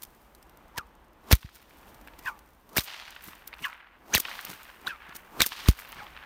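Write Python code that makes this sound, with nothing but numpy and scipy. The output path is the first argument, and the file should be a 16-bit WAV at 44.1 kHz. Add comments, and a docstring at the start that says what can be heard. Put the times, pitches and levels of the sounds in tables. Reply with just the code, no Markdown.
"""A long whip is swung and cracked on a snowy field, over a faint low murmur of shaped noise, rustle and snow crunches.
A slow swing whistles by in wavering tones; at 1.3 s a run-up of torn noise ends in the first crack, a pressure jump.
More swings lead to cracks at 2.8 and 4.15 s; a throw at 4.9 s only whistles, then cracks at 5.4 and 5.7 s follow.
Spruces answer the cracks with scattered noise and walls with dull snaps; air puffs thud at the microphone.
Two last swings close the scene at about 6 s."""
import sys
import numpy as np
from scipy import signal
from scipy.fft import rfft, irfft, next_fast_len
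from scipy.io import wavfile
from scipy.ndimage import map_coordinates

SR = 44100
rng = np.random.default_rng(int(sys.argv[2]) if len(sys.argv) > 2 else 0)


def digitize_waveform(pressure):
    """Quantize a signal to 16-bit integers and store it at the path in sys.argv[1].

    Rows of a 2-D input are taken as channels; values are limited to [-1, 1].
    """
    field = np.atleast_2d(pressure).T
    bounded = np.clip(field, -1, 1)
    quanta = np.round(bounded * 32767).astype(np.int16)
    wavfile.write(sys.argv[1], SR, quanta)


N = 275869
TIME = np.arange(N) / SR


def gain_of(db):
    """Decibels to amplitude."""
    return 10 ** (np.asarray(db) / 20)


def evened(x):
    """Scales to rms 1."""
    return x / np.sqrt(np.mean(x ** 2) + 1e-20)


def read(points, hz):
    """A spectrum joined by straight lines over log frequency."""
    point_hz, value = np.transpose(points)
    return np.interp(np.log(hz + 1), np.log(point_hz + 1), value)


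def add(mix, s, sound):
    """Mixes a sound in from time s, trimmed to the scene."""
    start = round(s * SR)
    sound = sound[max(-start, 0):]
    part = mix[max(start, 0):][:len(sound)]
    part += sound[:len(part)]


def coloured(x, spectrum, tilt_db=0):
    """Filters by a spectrum, with a tilt in dB per octave that sets in above the bass."""
    size = next_fast_len(len(x))
    hz = np.fft.rfftfreq(size, 1 / SR)
    octaves = np.log2(1 + hz / 250)
    gain = gain_of(read(spectrum, hz) + tilt_db * octaves)
    return irfft(rfft(x, size) * gain, size)[:len(x)]


def coloured_noise(count, spectrum, tilt_db=0):
    """White noise shaped by a spectrum, at rms 1."""
    return evened(coloured(rng.standard_normal(count), spectrum, tilt_db))


def wander(count, hz):
    """Random drift of rms 1: straight lines between hz chance values a second."""
    knots = rng.standard_normal(count)
    return evened(map_coordinates(knots, [np.arange(count) * hz / SR], order=1, mode="wrap"))


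def passage(rise, fall):
    """Start in seconds, and time around a fly-by in units of its rise and fall, 0.3 s to either side."""
    t = np.arange(-13230, 13230) / SR
    return t[0], t / np.where(t < 0, rise, fall)


def fading(ticks, fade):
    """Lets every tick die away exponentially, with a time constant in seconds."""
    return signal.lfilter([1], [1, -np.exp(-1 / (fade * SR))], ticks)


# Colour of the open air. Each row: frequency in Hz, level in dB.
AIR_SPECTRUM = [(12, -38), (20, -8.5), (60, 1), (101, -16), (134, -13), (347, -11.5), (399, -15.5),
                (802, -14), (873, -12.5), (1190, -16.5), (3160, -29.5), (4940, -40), (16000, -46)]


def air(db=-58, swell_db=3.0):
    """Far town noise and light wind: shaped noise whose level drifts about three times a second."""
    level_db = db + swell_db * wander(N, 3.14)
    return gain_of(level_db) * coloured_noise(N, AIR_SPECTRUM)


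# Colour of snow, for rustle and scuffs. Each row: frequency in Hz, level in dB.
SNOW_SPECTRUM = [(40, -16), (200, 3.5), (600, -3), (2000, -5), (5000, -3), (9000, -2.5), (16000, -4)]
# Motion of jacket and dragging lash. Each row: time in seconds, level in dB.
RUSTLE_MOTION = [(0.0, -66.5), (1.01, -82), (1.25, -91), (1.46, -71.5), (1.71, -65.5), (2.7, -74.5),
                 (2.91, -73.5), (3.29, -65.5), (3.82, -83.5), (4.04, -90), (4.13, -75), (4.29, -57),
                 (4.35, -52.5), (4.89, -68.5), (5.42, -69.5), (5.57, -54.5), (5.99, -61.5), (6.26, -70.5)]


def rustle(per_s=30, tick_db=0, spread_db=8.5, fade=0.0022, tilt_db=0.3, soft_db=-0.5):
    """Cloth and lash slide as soft noise and stray grains of crust tick, both following the body's motion."""
    struck = rng.random(N) < per_s / SR
    ticks = struck * gain_of(tick_db + spread_db * np.minimum(rng.exponential(1, N), 3))
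    motion = gain_of(np.interp(TIME, *np.transpose(RUSTLE_MOTION)))
    texture = gain_of(soft_db) + fading(ticks, fade)
    return motion * texture * coloured_noise(N, SNOW_SPECTRUM, tilt_db)


# Boots and lash in the snow. Each row: loudest moment in seconds, level in dB before the swell shapes it,
# length in seconds (rise plus fall scale), tilt in dB per octave.
SNOW_SCUFFS = [ (0.023, -33, 0.0011, 0), (0.035, -38, 0.005, 1.5), (0.573, -44.5, 0.0012, 3),
               (1.354, -19, 0.0024, 2), (1.421, -45.5, 0.014, -.5), (1.552, -48.5, 0.023, 0.5),
               (1.886, -55, 0.021, -1.5), (2.193, -41, 0.0036, -1), (2.843, -40, 0.018, 3.5),
               (3.242, -39, 0.0054, 9.5), (3.273, -49, 0.046, 2), (3.283, -47.5, .02, -16),
               (3.477, -29.5, 0.0023, 2.5), (3.618, -52, 0.028, -11), (4.18, -29, .005, 0),
               (4.202, -29, 0.0097, 2), (4.509, -44.5, 0.039, -2), (5.092, -42.5, 0.0053, -6),
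               (5.153, -40, 0.005, -1), (5.163, -41, 0.013, 2), (5.466, -23.5, 0.0093, 1.5),
               (5.796, -38.5, 0.031, 2), (5.893, -40, 0.015, 18)]


def snow(grain_db=9.5, clump_db=3, clump_hz=300, steep=0.86, rise_share=0.41):
    """Crushed snow: clumps of tiny fractures under each step or touch of the lash."""
    out = np.zeros(N)
    for s, db, length, tilt_db in SNOW_SCUFFS:
        lead, u = passage(length * rise_share, length * (1 - rise_share))
        grains_db = grain_db * np.minimum(rng.exponential(1, len(u)), 4)
        size_db = grains_db + clump_db * wander(len(u), clump_hz)
        fractures = rng.standard_normal(len(u)) * gain_of(size_db)
        crunch = evened(coloured(fractures, SNOW_SPECTRUM, tilt_db))
        add(out, s + lead, gain_of(db) * crunch / (1 + u ** 2) ** steep)
    return out


# Colour of early forest returns. Each row: frequency in Hz, level in dB.
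NEAR_ECHO_SPECTRUM = [(100, -13.5), (400, -11), (900, 1.5), (1600, -1.5), (3000, 0.5), (4700, -5.5),
                      (7500, -17.5), (16000, -31)]
# Colour of late forest returns. Each row: frequency in Hz, level in dB.
FAR_ECHO_SPECTRUM = [(100, -21.5), (400, -15.5), (900, 4), (1600, 6.5), (2900, -1.5), (4300, -17),
                     (6500, -35.5), (16000, -37.5)]
# Stands of trees. Each row: delay in seconds, level in dB, swell before it in dB per s, decay after it in dB per s.
TREE_STANDS = [(0.098, 2, 330.5, 29), (.93, -5.5, 48, 52)]
# Cracks that carry to trees and walls. Each row: time in seconds, forest level in dB, tilt of early returns in dB
# per octave, aim at near wall in dB, aim at far walls in dB, extra delay of the last and farthest return in seconds.
ECHOED_CRACKS = [(1.327, -56.5, 3, -23.5, -26.5, 0.0046), (2.782, -44.5, 2, -24.5, -22.5, -0.0043),
                 (4.15, -43.5, 0, -14.5, -28, .025), (5.418, -42.5, 3, -18, -27, -.005),
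                 (5.686, -47, -3, -17, -26, 0)]


def forest(lumpy_db=2, lumpy_hz=190, trunks_per_s=110, trunk_db=3, spread_db=3.0, trunk_fade=0.00076,
           dulling_time=0.49):
    """Boughs scatter each crack into a wash and trunks into a patter; the longer the path, the duller the return."""
    out, t = np.zeros(N), TIME[:3 * SR // 2]
    power = 0
    for delay, db, swell, decay in TREE_STANDS:
        drop_db = np.maximum(swell * (delay - t), decay * (t - delay))
        power = power + gain_of(db - drop_db) ** 2
    strength = np.sqrt(power)
    near = np.exp(-(t / dulling_time) ** 2)
    for s, db, tilt_db, *_ in ECHOED_CRACKS:
        struck = rng.random(len(t)) < trunks_per_s / SR
        trunks = struck * gain_of(trunk_db + spread_db * np.minimum(rng.exponential(1, len(t)), 2))
        boughs = gain_of(lumpy_db * wander(len(t), lumpy_hz))
        scatter = rng.standard_normal(len(t)) * (boughs + fading(trunks, trunk_fade))
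        early = near * evened(coloured(scatter, NEAR_ECHO_SPECTRUM, tilt_db))
        late = (1 - near) * evened(coloured(scatter, FAR_ECHO_SPECTRUM))
        add(out, s, (early + late) * gain_of(db) * strength)
    return out


# Colour of a snap off a flat face. Each row: frequency in Hz, level in dB.
SLAP_SPECTRUM = [(100, -16), (500, -13), (1100, 6.5), (2500, 5.5), (4000, -3.5), (7000, -33.5),
                 (16000, -38.5)]
# Trunks and walls that answer each echoed crack. Each row: delay in seconds, level in dB relative to the aim.
FLAT_FACES = [(0.1023, 0.5), (0.134, -8.5), (.163, -4), (.241, -1), (.297, -2.5), (0.381, -2.5), (.503, -9),
              (.55, -7), (.747, -1.5), (.756, -2.5), (.809, -8.5), (0.951, -5.5)]
# Delays of the near wall, the trees and the far walls in seconds; a trunk's strength over the forest level in dB.
ZONE_DELAYS, TRUNK_OVER_WASH_DB = (0.11, 0.31, 0.89), 20.5


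def slaps(db=-8, rise=0.00022, fade=0.0023, dulling_db_per_s=-0.5):
    """Large flat faces return a dull, compact snap; a crack's aim decides whether near or far ones answer most."""
    out, t = np.zeros(N), TIME[:2048]
    shape = np.exp(-t / fade) * (1 - np.exp(-t / rise))
    for s, forest_db, _, near_db, far_db, last_extra in ECHOED_CRACKS:
        zone_db = (near_db, forest_db + TRUNK_OVER_WASH_DB, far_db)
        for delay, face_db in FLAT_FACES:
            level_db = np.interp(delay, ZONE_DELAYS, zone_db) + face_db + db
            snap = coloured_noise(len(t), SLAP_SPECTRUM, dulling_db_per_s * delay)  # tilt grows with delay
            arrival = s + delay + last_extra * (delay > ZONE_DELAYS[-1])
            add(out, arrival, gain_of(level_db) * snap * shape)
    return out


# Air puffs at the microphone. Each row: centre in seconds, level in dB before the pulse shape and bass cut,
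# width in seconds.
AIR_PUFFS = [(0.7833, -29.5, 0.0017), (1.3135, -5, 0.00026), (1.3275, -7, 0.0007), (1.331, 8, 0.0038),
             (1.448, -17, 0.0025), (2.7696, -11.5, 0.00026), (2.7859, -12.5, 0.0011), (4.155, -15, 0.0018),
             (5.423, -23.5, 0.0024), (5.6881, 0, 0.00097), (5.6886, 7, 0.0061)]


def puffs(low_cut_hz=50):
    """A passing vortex pulls, then pushes; the microphone's bass cut turns that into a short thud."""
    out = np.zeros(N)
    for s, db, width in AIR_PUFFS:
        lead, u = passage(width, width)
        add(out, s + lead, gain_of(db) * u / np.sqrt(1 + u ** 2) ** 3)
    return signal.sosfilt(signal.butter(4, low_cut_hz, "high", fs=SR, output="sos"), out)


# Colour of the thick thong. Each row: frequency in Hz, level in dB.
THONG_SPECTRUM = [(80, -12.5), (220, 3), (370, 2.5), (600, -1.5), (1050, 1.5), (1800, -13), (5000, -23.5),
                  (16000, -25)]


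def wind_ups(rise=0.044, fall=0.0057):
    """The thick part of the thong whooshes low as the loop gathers speed: noise that swells, then drops fast."""
    out = np.zeros(N)
    for s, *_, db in FAST_THROWS:
        lead, u = passage(rise, fall)
        add(out, s + lead, gain_of(db) * coloured_noise(len(u), THONG_SPECTRUM) / (1 + u ** 2))
    return out


def whistle(s, db, rise, fall, pitch, steep=1.39, jitter=0.0312, width=.11, overtone_db=-21):
    """Vortices leave the thong at a pitch that follows its speed; turbulence smears the tone into a narrow hiss."""
    smeared = .45  # share of the power
    lead, u = passage(rise, fall)
    bend = [-np.tanh(1), 0, np.tanh(1)]  # the outer pitches are reached two rises before and two falls after
    hz = np.exp(np.interp(np.tanh(u / 2), bend, np.log(pitch)))
    phase = 2 * np.pi * np.cumsum(hz * (1 + jitter * wander(len(u), pitch[1] / 2))) / SR
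    eddy_hz = 2 * width * pitch[1]
    eddies = wander(len(u), eddy_hz) + 1j * wander(len(u), eddy_hz)
    strength = np.sqrt(2 * (1 - smeared)) + np.sqrt(smeared) * eddies
    tone = strength * (np.exp(1j * phase) + gain_of(overtone_db) * np.exp(2j * phase))
    return s + lead, gain_of(db) * tone.real / (1 + u ** 2) ** steep


# Colour of torn air. Each row: frequency in Hz, level in dB.
RUSH_SPECTRUM = [(60, -2.5), (300, -1.5), (700, -1), (2000, 2.5), (4500, 0.5), (8000, -4.5), (16000, -10.5)]


def rush(s, db, rise, fall, tilt_db, steep=1.04, ragged_db=5.0, ragged_hz=900):
    """The frayed tip tears the air: ragged noise that peaks at time s."""
    lead, u = passage(rise, fall)
    noise = rng.standard_normal(len(u)) * gain_of(ragged_db * wander(len(u), ragged_hz))
    return s + lead, gain_of(db) * evened(coloured(noise, RUSH_SPECTRUM, tilt_db)) / (1 + u ** 2) ** steep


# Slow passes of the whip. 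Each row: time in seconds, stretch in time as a factor, pitch in Hz, belly lag in seconds,
# belly, middle and thin end levels in dB, hiss level in dB, hiss width in seconds, hiss tilt in dB per octave.
SLOW_SWINGS = [ (.786, 0.91, 1592, -.018, -44, -36, -66, -34.5, 0.0046, 0),
               (2.262, 0.29, 1686, -0.0087, -41, -33, -49, -40, 0.0022, -6),
               (2.276, 1.24, 1629, -.003, -37.5, -32, -40.5, -48, 0.021, 3),
               (3.651, 0.97, 1826, 0.003, -38, -30.5, -33.5, -45, 0.025, 3),
               (4.902, 1.56, 1640, -0.024, -52, -37.5, -45.5, -52.5, .024, -3),
               (5.985, 0.59, 1893, -0.013, -50, -40.5, -44.5, -45, 0.016, -5.5),
               (6.005, 1.17, 1394, 0.017, -45, -41.5, -48, -50.5, 0.037, -3.5)]
# Belly, middle and thin end of the thong. Each row: rise and fall in seconds before the stretch,
# pitch before, at loudest and after as ratios to the swing's pitch.
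SINGING_PARTS = [(0.0123, 0.0255, .55, .64, .53), (0.00836, .02, 1.2, 1, .71),
                 (0.0114, 0.0158, 1.45, 1.66, 1.35)]


def swings(thin_lead=0.0041, hiss_lead=.004):
    """Three thicknesses of the thong each sing a bending tone as they pass, over a soft hiss."""
    out = np.zeros(N)
    for s, stretch, hz, belly_lag, *levels, hiss_db, hiss_width, tilt_db in SLOW_SWINGS:
        lags = (belly_lag, 0, -thin_lead)
        for lag, db, (rise, fall, *ratios) in zip(lags, levels, SINGING_PARTS):
            add(out, *whistle(s + lag, db, rise * stretch, fall * stretch, hz * np.array(ratios)))
        add(out, *rush(s - hiss_lead, hiss_db, hiss_width, hiss_width, tilt_db))
    return out


# Fast throws. Each row: time in seconds, run-up time in seconds, run-up level in dB, run-up tilt in dB per octave,
# burst and wake levels in dB, lash tone in Hz, lash tone level in dB, tones-in level in dB, tones-in pitch ratio,
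# tones-out level in dB, wind-up level in dB.
FAST_THROWS = [ (1.3268, 0.009, -16.5, 0.5, -14, -31, 5620, -30.5, -38, 1.3, -38, -44.5),
               (2.7814, 0.012, -28, 5.5, -12, -27, 5500, -32, -17.5, 1, -31.5, -45.5),
               (4.15, 0.011, -27.5, -1, -13.5, -22, 6380, -21, -14, 1.1, -20.5, -43),
               (4.881, 0.011, -40.5, 0, -50, -52, 3870, -30, -24.5, .58, -54, -49.5),
               (5.419, .016, -27, -2.5, -8.5, -21.5, 4170, -25.5, -18, .85, -22, -38),
               (5.686, 0.026, -40, -3, -17, -26.5, 4000, -41, -26, .95, -46, -48.5)]
# Tones as the loop runs in. Each row: lag in seconds, level in dB relative to the throw's, rise and fall in seconds,
# pitch before, at loudest and after in Hz before the throw's ratio.
RUN_IN_TONES = [(-.01, -10, .006, 0.0038, 1266, 1991, 2500), (-.004, -3.5, 0.0021, 0.003, 2967, 2623, 2300)]
# Tones as the tip slows down again. 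Each row: lag in seconds, level in dB relative to the throw's,
# rise and fall in seconds, pitch before, at loudest and after in Hz.
SLOWING_TONES = [(.008, 0.5, 0.0032, 0.0063, 4560, 3821, 3090), (.022, -6.5, .004, .009, 3070, 2008, 1167)]
# The thin lash shrieks around the run-up's peak. In order: rise and fall in seconds, pitch before and after as ratios.
LASH_SHRIEK = (.0016, 0.006, 0.88, .88)
# Torn air in the run-up, the burst and the wake. Each: rise and fall in seconds.
RUN_UP, BURST, WAKE = (0.0031, 0.012), (0.00048, 0.0015), (0.0059, 0.013)


def cracks(wake_lag=.005, burst_tilt_db=1, wake_tilt_db=2.46):
    """The loop runs in with whistling tones, the tip turns over in a burst and leaves a wake with falling tones."""
    out = np.zeros(N)
    lash_rise, lash_fall, before, after = LASH_SHRIEK
    for (s, lead, run_db, run_tilt_db, burst_db, wake_db, lash_hz, lash_db,
         in_db, in_ratio, out_db, _) in FAST_THROWS:
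        add(out, *rush(s - lead, run_db, *RUN_UP, run_tilt_db))
        add(out, *rush(s, burst_db, *BURST, burst_tilt_db))
        add(out, *rush(s + wake_lag, wake_db, *WAKE, wake_tilt_db))
        lash_pitch = lash_hz * np.array([before, 1, after])
        add(out, *whistle(s - lead, lash_db, lash_rise, lash_fall, lash_pitch))
        for level_db, ratio, tones in ((in_db, in_ratio, RUN_IN_TONES), (out_db, 1, SLOWING_TONES)):
            for lag, db, rise, fall, *pitch in tones:
                add(out, *whistle(s + lag, level_db + db, rise, fall, ratio * np.array(pitch)))
    return out


# Sharp pressure jumps: the cracks, and a faint tick shortly before two of them.
# Each row: start in seconds, peak in dB before the trim and edge rounding.
PRESSURE_JUMPS = [(1.3266, 2), (1.3307, 3), (2.759, -17), (2.7823, -2), (4.15, 4), (5.4175, -8), (5.42, -7),
                  (5.6625, -32), (5.686, -7)]


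def shocks(length=0.00015, edge_hz=6500, trim_db=-4.0):
    """A pressure jump with a short rebound, its edge rounded by the microphone."""
    out, u = np.zeros(N), TIME[:400] / length
    for s, peak_db in PRESSURE_JUMPS:
        add(out, s, -gain_of(peak_db + trim_db) * (1 - u) * np.exp(-u))
    return signal.sosfilt(signal.butter(2, edge_hz, fs=SR, output="sos"), out)


def scene():
    """Air, snow, echoes and whip at one microphone."""
    ground = air() + rustle() + snow()
    echoes = forest() + slaps()
    whip = puffs() + wind_ups() + swings() + cracks() + shocks()
    return (ground + echoes + whip)[None]


# Colour of the microphone. Each row: frequency in Hz, level in dB.
MICROPHONE_SPECTRUM = [(20, -0.5), (6000, 1), (7700, -2), (9300, 1.5), (10600, -3), (12500, 3.5),
                       (15000, 6.5), (16000, -8.5)]


def record(dry, threshold_db=-23, recovery_db=30, share=0.61, attack=0.014, ceiling=0.51, edge_hz=16150):
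    """Microphone colour, gain control that ducks after the loudest cracks, a peak ceiling and the band limit."""
    x = coloured(dry[0], MICROPHONE_SPECTRUM)
    keep = np.exp(-1 / (attack * SR))
    smooth = [1 - keep], [1, -keep]
    power_db = 10 * np.log10(signal.lfilter(*smooth, x ** 2) + 1e-12)
    recovery = recovery_db * TIME
    held_db = np.maximum.accumulate(power_db + recovery) - recovery  # peaks sink at recovery_db per second
    over_db = np.maximum(held_db - threshold_db, 0)
    ducked = x / gain_of(share * signal.lfilter(*smooth, over_db))
    clipped = np.clip(ducked, -ceiling, ceiling)
    band_limit = signal.firwin(301, edge_hz, window=("kaiser", 8), fs=SR)
    return signal.oaconvolve(clipped, band_limit, "same")[None]


dry = scene()
out = record(dry)
digitize_waveform(out)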